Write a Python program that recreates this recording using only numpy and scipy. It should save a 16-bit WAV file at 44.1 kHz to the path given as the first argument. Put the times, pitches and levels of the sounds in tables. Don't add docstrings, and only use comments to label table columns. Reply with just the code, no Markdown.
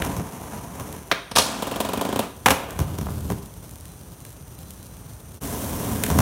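import sys
import numpy as np
from scipy import signal
from scipy.fft import rfft, irfft
from scipy.io import wavfile
from scipy.ndimage import uniform_filter1d, map_coordinates

SR = 44100
rng = np.random.default_rng(int(sys.argv[2]) if len(sys.argv) > 2 else 0)


def dump_mix(stems):
    frames = np.atleast_2d(stems).T
    limited = np.clip(frames, -1, 1)
    pcm = np.round(limited * 32767).astype(np.int16)
    wavfile.write(sys.argv[1], SR, pcm)


N = 273861
TIME = np.arange(N) / SR
AIRBORNE_S, GRIND_S = (1.114, 2.459), (1.365, 2.28)
DIP_S = 5.401


def gain_of(db):
    return 10 ** (np.asarray(db) / 20)


def unit_rms(x):
    return x / np.sqrt(np.mean(x ** 2) + 1e-20)


def curve_at(points, hz):
    f, value = np.transpose(points)
    return np.interp(np.log(hz + 1), np.log(f + 1), value)


def add(mix, s, sound):
    part = mix[max(round(s * SR), 0):][:len(sound)]
    part += sound[:len(part)]


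def drift(n, hz):
    knots = rng.standard_normal(8192)
    return unit_rms(map_coordinates(knots, [np.arange(n) * hz / SR], order=1, mode="wrap"))


def decay_after(s, decay_s):
    return np.exp(-np.maximum(TIME - s, 0) / decay_s)


def equalise(x, eq, size=4096):
    db = curve_at(eq, abs(np.fft.fftfreq(size, 1 / SR)))
    log_gain = np.log(gain_of(np.maximum(db, -100)))
    taps = np.fft.ifft(np.exp(np.conj(signal.hilbert(log_gain)))).real[:size // 2]
    return signal.oaconvolve(x, taps)[:len(x)]


def split_bands(x, low_hz=400, high_hz=2500):
    bands = [(low_hz, "low"), ((low_hz, high_hz), "band"), (high_hz, "high")]
    return [signal.sosfilt(signal.butter(3, hz, kind, fs=SR, output="sos"), x + 1e-15)
            for hz, kind in bands]


# f/Hz, level/dB, t60/s
BOARD_MODES = [(233, -10.5, 0.42), (275, -7, 0.18), (430, -5, 0.02), (533, -10, 0.12), (698, 7.5, 0.036),
               (990, 14, 0.023), (1097, -8, 0.064), (1290, -8, 0.013), (1615, 9, 0.024), (1870, -28, 0.075),
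               (2320, -31, 0.09), (2500, -4, 0.098), (3290, 21.5, 0.0039), (3780, -0.5, 0.024),
               (5550, 6, .02)]
def board(force, ring_db):
    t = np.arange(SR // 4) / SR
    ring = sum(gain_of(db - 60 * t / t60) * np.cos(2 * np.pi * hz * t) for hz, db, t60 in BOARD_MODES)
    return force + gain_of(ring_db) * signal.oaconvolve(force, ring / np.linalg.norm(ring))[:len(force)]


def chatter(chatter_s, rebound, rebound_s, grain_db=2.5, attack_s=0.0002):
    t = np.arange(SR // 4) / SR
    fade = lambda age: (age >= 0) * np.exp(-(abs(age) / max(chatter_s, .001)) ** 2.5)
    envelope = fade(t) + rebound * fade(t - rebound_s * rng.uniform(0.79, 1.1))
    collisions = rng.standard_normal(len(t)) * gain_of(grain_db * rng.exponential(1, len(t)))
    spectrum = rfft(envelope * collisions)
    burst = irfft(spectrum / (abs(spectrum) + 1e-9), len(t))
    attack = 1 - np.exp(-t / attack_s)
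    return burst * np.sqrt(envelope) * attack


def hits(rows, eq, ring_db, trim_db, rebound, rebound_s):
    out = np.zeros(N)
    for s, knock, thud, crack, chatter_s in rows:
        hit = equalise(board(chatter(chatter_s, rebound, rebound_s), ring_db), eq)
        for band, db, trim in zip(split_bands(hit), (thud, knock, crack), trim_db):
            peak_rms = np.sqrt(uniform_filter1d(band ** 2, size=441).max())
            add(out, s, gain_of(db + trim) * band / peak_rms)
    return out


def friction(span, band_db, eq, ring_db, grain_db, lumps_db, lumps_hz):
    t, out = np.arange(span[0], span[1] + 0.03, 1 / SR), np.zeros(N)
    grains = rng.standard_normal(N) * gain_of(grain_db * np.minimum(rng.exponential(1, N), 5))
    surge = gain_of(lumps_db * np.minimum(drift(len(t), lumps_hz), 1.5))
    bands = split_bands(equalise(board(grains[:len(t)] * surge, ring_db), eq))
    sound = sum(unit_rms(band) * gain_of(np.interp(t, TIME, db)) for band, db in zip(bands, band_db))
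    fades = np.clip(np.minimum(t - t[0], t[-1] - t) / 0.0009, 0, 1)
    add(out, span[0], sound * fades)
    return out


def roll_levels(shaking, rumble_db, roar_db, grit_db, roar_follows, grit_follows):
    s, db = np.transpose(shaking)
    shake = np.interp(TIME, s, db)
    band_db = [rumble_db + shake, roar_db + roar_follows * shake, grit_db + grit_follows * shake]
    return (s[0], s[-1]), np.array(band_db)


# t/s, level/dB
RUN_UP_SHAKE = [(0, 12), (.23, 3), (.3, -2.5), (.46, 0.5), (.52, 2.5), (.62, -1), (.95, 1.5), (1.03, -8),
                (1.11, -4.5)]
# f/Hz, level/dB
RUN_UP_EQ = [(18, -69), (30, -25), (58, 4), (103, -3), (141, 2.5), (499, -12.5), (988, -11.5),
             (1250, -18.5), (3310, -33.5), (4780, -37), (6050, -29), (8080, -35), (8980, -30),
             (12000, -31.5), (16000, -38.5)]
def run_up():
    span, band_db = roll_levels(RUN_UP_SHAKE, rumble_db=-39, roar_db=-41, grit_db=-46.5,
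                                roar_follows=0.85, grit_follows=0.55)
    return friction(span, band_db, RUN_UP_EQ, ring_db=-25, grain_db=3.5, lumps_db=2.03, lumps_hz=119.1)


# f/Hz, level/dB
AMBIENCE_EQ = [(25, 10), (45, 20), (57, 41.5), (75, 15.5), (130, 24.5), (300, 15.5), (1000, 9.5), (2200, 0),
               (3300, -2.5), (4900, -18), (6000, 7), (7600, -12), (9100, 9), (10300, -5), (11200, -0.5),
               (15500, -9)]
def ambience(level_db=-45.5, boost_db=9):
    bed = unit_rms(equalise(rng.standard_normal(N), AMBIENCE_EQ)) * gain_of(0.16 * drift(N, 11))
    return bed * gain_of(level_db + boost_db * (TIME > DIP_S))


# t/s, knock/dB, crack/dB
CLACKS = [(.02, -21.5, -31), (.926, -48, -35.5), (2.706, -41, -35), (3.458, -56, -44), (3.854, -50.5, -41),
          (4.25, -45, -39), (4.705, -56, -37), (6.0363, -22.5, -18), (6.063, -32, -27)]
# f/Hz, level/dB
CLACK_EQ = [(60, 17), (400, 6), (900, -13), (1500, 2), (2400, 1.5), (3800, 6), (5000, 2.5), (7000, 9),
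            (10500, 11), (16000, 5)]
def clacks(chatter_s=.0048):
    rows = [(s, knock, knock, crack, chatter_s) for s, knock, crack in CLACKS]
    return hits(rows, CLACK_EQ, ring_db=-17, trim_db=(1, -0.5, -0.5), rebound=.02, rebound_s=0.0079)


def sand(per_s=20, pre_eq_db=-35, spread_db=3):
    grounded = (TIME < AIRBORNE_S[0]) | (TIME > AIRBORNE_S[1])
    sizes = gain_of(pre_eq_db + spread_db * np.minimum(rng.exponential(1, N), 3))
    snaps = rng.random(N) < per_s / SR
    return equalise(sizes * grounded * snaps, CLACK_EQ)


# t/s, thud/dB, knock/dB, crack/dB, second wheel's lag/s
PAVING_CRACKS = [(.048, -34, -30, -33.5, 0.013), (.165, -24, -37, -38, 0.01), (.196, -25, -31, -45, .008),
                 (.797, -36, -35.5, -38.5, 0.0094), (2.79, -19.5, -26, -31.5, .011),
                 (2.985, -20.5, -31.5, -35.5, 0.026), (3.068, -31, -29.5, -54, 0.018),
                 (3.301, -22, -26, -37.5, 0.018), (6.101, -18, -23, -30, 0.011),
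                 (6.187, -9.5, -16.5, -23.5, .016)]
def wheel_strikes(heavier_db=2, softer_db=-4.5, first_chatter_s=0.0057, second_chatter_s=0.0062):
    rows = []
    for s, thud, knock, crack, lag in PAVING_CRACKS:
        rows.append((s, knock, thud, crack, first_chatter_s))
        rows.append((s + lag, knock + softer_db, thud + heavier_db, crack + softer_db, second_chatter_s))
    return rows


# f/Hz, level/dB
BUMP_EQ = [(30, -61), (55, -29), (85, 11), (150, 15), (250, 1), (400, 0), (1050, -0.5), (1900, -12.5),
           (4800, -21.5), (6000, -12), (7900, -20), (9200, -15.5), (16000, -20)]
def bumps():
    return hits(wheel_strikes(), BUMP_EQ, ring_db=-22, trim_db=(-5.5, 0.5, 3),
                rebound=0.23, rebound_s=0.0081)


def deck_boom(trim_db=-6, attack_s=0.0041, t60=.15):
    t, out = np.arange(SR // 3) / SR, np.zeros(N)
    for s, _, thud, _, _ in wheel_strikes():
        hz = 82 * rng.uniform(0.94, 0.96)
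        flex = np.sin(2 * np.pi * hz * t) * (1 - np.exp(-t / attack_s))
        add(out, s, flex * gain_of(thud + trim_db - 60 * t / t60))
    return out


# t/s, knock/dB, thud/dB, crack/dB, chatter/s
POP_HIT = [(1.1138, -13, -28.5, -15.5, .0068)]
# f/Hz, level/dB
POP_EQ = [(59, -61), (100, -20), (634, 3.5), (910, -7), (1170, 4), (2220, -1.5), (2800, -13), (3860, -10),
          (4770, -16.5), (6290, -19), (6990, -25.5), (12700, -29.5), (16000, -27)]
def tail_pop():
    return hits(POP_HIT, POP_EQ, ring_db=-12, trim_db=(3, 0, 0), rebound=0.49, rebound_s=0.00756)


# t/s, knock/dB, thud/dB, crack/dB, chatter/s
SLAM_HITS = [(1.313, -31, -33, -33.5, 0.012), (1.354, -25, -30, -25.5, 0.02),
             (1.361, -18.5, -32, -14.5, 0.0039), (1.367, -15, -40, -34, 0.0085),
             (1.382, -17.5, -27.5, -16.5, 0.029), (1.385, -18.5, -29, -14.5, 0.003)]
# f/Hz, level/dB
SLAM_EQ = [(35, -60), (60, -5.5), (250, -7), (330, -12), (515, -4), (732, -4), (968, -2), (1060, -14),
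           (1140, 0), (1380, -10), (2250, -13.5), (5860, -11), (7230, -27), (8710, -12.5), (16000, -32)]
def ledge_slam():
    return hits(SLAM_HITS, SLAM_EQ, ring_db=-12, trim_db=(1, 0.5, 0), rebound=0.026, rebound_s=0.004)


# f/Hz, level/dB
SCRAPE_EQ = [(40, -31), (70, -8), (165, -7.5), (215, 0.5), (270, -4), (450, -11), (620, -6.5), (1150, -8),
             (2000, -19.5), (3300, -20.5), (5000, -17.5), (8900, -21), (11000, -26), (16000, -33)]
def scrape(dig_s=0.11, nearing_db_per_s=4, release_db=-9, release_s=0.041):
    dig = decay_after(GRIND_S[0], dig_s)
    nearing = nearing_db_per_s * (TIME - np.mean(GRIND_S))
    release = release_db * np.clip(1 + (TIME - GRIND_S[1]) / release_s, 0, 2)
    rumble_db = -37 + nearing + release
    roar_db = -36 + nearing + 14 * dig + release
    grit_db = -45 + 28 * dig + release
    return friction(GRIND_S, [rumble_db, roar_db, grit_db], SCRAPE_EQ,
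                    ring_db=-48, grain_db=3.5, lumps_db=1, lumps_hz=188)


def truck_ticks(per_s=45, count=40, pitch_hz=(2400, 3600), level_db=-32, spread_db=6, t60=0.013):
    t, out = np.arange(SR // 20) / SR, np.zeros(N)
    for k, (jitter, pitch, size) in enumerate(rng.random((count, 3))):
        hz = np.interp(pitch, [0, 1], pitch_hz)
        ping = np.sin(2 * np.pi * hz * t) * gain_of(level_db + spread_db * size ** 2 - 60 * t / t60)
        add(out, GRIND_S[0] + (k + jitter) / per_s, ping)
    return out


# t/s, level/dB
MORTAR_JOINTS = [(1.585, -13), (1.622, 0), (1.669, -3.5), (1.712, -3), (1.758, -3.5), (1.802, 5),
                 (1.849, -1), (1.888, -1.5), (1.933, 1), (1.974, -2), (2.011, 2.5), (2.05, -1), (2.088, -5),
                 (2.126, -2), (2.159, 1.5), (2.191, 6)]
# f/Hz, level/dB
JOINT_EQ = [(40, -22), (100, -4), (160, -9), (215, 2.5), (320, -5), (550, -0.5), (800, -7.5), (1000, -7.5),
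            (1800, -23.5), (2700, -22.5), (3800, -23), (5000, -31), (8500, -26.5), (16000, -29)]
def joint_knocks(thud_follows=0.25, crack_follows=1.22, thud_db_per_s=16, tightening_per_s=0.95):
    middle_s = np.mean([s for s, _ in MORTAR_JOINTS])
    rows = []
    for s, db in MORTAR_JOINTS:
        thud = thud_follows * db + thud_db_per_s * (s - middle_s)
        chatter_s = 0.0092 * np.exp(tightening_per_s * (middle_s - s))
        rows.append((s, db, thud, crack_follows * db, chatter_s))
    return hits(rows, JOINT_EQ, ring_db=-13.5, trim_db=(-26.5, -24, -29.5),
                rebound=0.37, rebound_s=0.0094)


def grind(duck=0.22, gap_s=0.0046, lead_s=0.0032):
    gaps = sum(np.exp(-((TIME - s + lead_s) / gap_s) ** 2) for s, _ in MORTAR_JOINTS)
    grip = 1 - np.clip(duck * gaps, 0, 1)
    return (truck_ticks() + scrape()) * grip + joint_knocks()


# t/s, level/dB
ROLL_AWAY_SHAKE = [(2.28, -3.5), (2.74, 4.5), (2.81, 15), (2.93, 12), (3.22, 13), (3.33, 20.5), (3.41, 2.5),
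                   (4.2, -2.5), (5.39, -1)]
# f/Hz, level/dB
ROLL_AWAY_EQ = [(18, -71), (30, -24), (70, -1), (88, -3), (161, -6.5), (199, -11.5), (280, -17),
                (461, -21.5), (526, -20), (1460, -30), (1860, -40.5), (3220, -32), (4780, -32),
                (13700, -29), (16000, -34)]
def roll_away(rattle_db=23, rattle_s=0.41, jolt_s=0.024):
    span, band_db = roll_levels(ROLL_AWAY_SHAKE, rumble_db=-43.5, roar_db=-56.5, grit_db=-52.5,
                                roar_follows=0.49, grit_follows=0.39)
    landed, last_hit_s = TIME > LANDING_HITS[0][0], LANDING_HITS[-1][0]
    jolt = 22 * decay_after(last_hit_s, jolt_s)
    rattle = rattle_db * decay_after(last_hit_s, rattle_s)
    band_db += landed * np.array([0.76 * jolt, rattle + 0.3 * jolt, 0.91 * jolt])
    return friction(span, band_db, ROLL_AWAY_EQ, ring_db=-44, grain_db=5, lumps_db=3, lumps_hz=90.6)


# t/s, knock/dB, thud/dB, crack/dB, chatter/s
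LANDING_HITS = [(2.4593, -11, -17.5, -15.5, 0.011), (2.479, -19.5, -33, -38, 0.0085),
                (2.485, -16, -28, -22, 0.0019), (2.5048, -19.5, -23.5, -18.5, 0.014),
                (2.515, -34, -21, -28, 0.005)]
# f/Hz, level/dB
LANDING_EQ = [(35, -33), (60, -29), (217, -4), (389, -14.5), (527, -4), (621, -26), (749, -3), (1660, -10),
              (1820, -10), (2500, -9.5), (3000, -13.5), (4640, -20), (5860, -16), (7940, -19.5),
              (12700, -18.5), (16000, -27)]
def landing():
    return hits(LANDING_HITS, LANDING_EQ, ring_db=-14, trim_db=(-1, 3, 1.5),
                rebound=0.033, rebound_s=0.015)


# start/s, end/s
PHRASES = [(3.83, 3.98), (4.15, 4.31), (4.54, 4.72), (4.78, 4.98)]
def whistle(hz=4006, level_db=-63, fade_s=.04):
    gate = sum(np.interp(TIME, [on, on + fade_s, off - fade_s, off], [0, 1, 1, 0]) for on, off in PHRASES)
    flutter = gain_of(2.5 * drift(N, 60))
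    pitch_hz = hz + 8 * drift(N, 60)
    return gain_of(level_db) * flutter * gate * np.sin(2 * np.pi * np.cumsum(pitch_hz) / SR)


# t/s, level/dB
CLOSE_SHAKE = [(5.41, -3.5), (5.5, -1.5), (5.65, -1), (5.85, 4), (5.94, 3.5), (6.07, 1), (6.17, 12.5),
               (6.21, 12)]
# f/Hz, level/dB
CLOSE_EQ = [(30, -35), (50, -31), (78, 7.5), (150, -1), (235, 2.5), (320, -7.5), (650, -17.5), (1000, -21),
            (1700, -28.5), (2600, -31), (4900, -31.5), (5700, -28), (12000, -25), (16000, -27.5)]
def close_roll():
    span, band_db = roll_levels(CLOSE_SHAKE, rumble_db=-32.5, roar_db=-35.5, grit_db=-36,
                                roar_follows=0.55, grit_follows=0.2)
    return friction(span, band_db, CLOSE_EQ, ring_db=-14.5, grain_db=3.5, lumps_db=1, lumps_hz=152.2)


# f/Hz, t60/s
COURTYARD_DECAY = [(100, 0.26), (300, 0.85), (1000, 0.76), (3000, 0.89), (6000, 0.5), (14000, 0.34)]
def courtyard(x, tail_db=-15.5, early_db=-9.5, early_s=0.051, echoes_per_s=3000):
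    t = np.arange(SR) / SR
    echoes = rng.choice([-1., 1.], SR) * (rng.random(SR) < echoes_per_s / SR)
    hz, frame_s, spectra = signal.stft(echoes, SR, nperseg=256)
    decay = gain_of(-60 * frame_s / curve_at(COURTYARD_DECAY, hz)[:, None])
    tail = signal.istft(spectra * decay, SR, nperseg=256)[1][:SR] * np.clip(t / 0.012, 0, 1)
    early = echoes[::-1] * np.exp(-t / early_s) * (t > .006)
    room = gain_of(tail_db) * tail / np.linalg.norm(tail)
    room += gain_of(early_db) * early / np.linalg.norm(early)
    return signal.fftconvolve(x, room)[:N]


def scene():
    wheels = bumps() + run_up() + roll_away() + close_roll() + clacks() + deck_boom() + sand()
    skate = wheels + grind() + tail_pop() + ledge_slam() + landing()
    return (skate + courtyard(skate) + ambience() + whistle())[None]


def record(dry, low_cut_hz=46, high_cut_hz=15850, dip_fade_s=0.031):
    x = signal.sosfilt(signal.butter(3, low_cut_hz, "high", fs=SR, output="sos"), dry)
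    soft_clipped = x / (1 + x ** 6) ** (1 / 6)
    dip = np.clip(abs(TIME - DIP_S) / dip_fade_s, 0, 1) ** 1.06
    high_cut = signal.firwin(401, high_cut_hz, window=("kaiser", 8), fs=SR)
    return signal.oaconvolve(soft_clipped * dip, high_cut[None], "same")


dry = scene()
out = record(dry)
dump_mix(out)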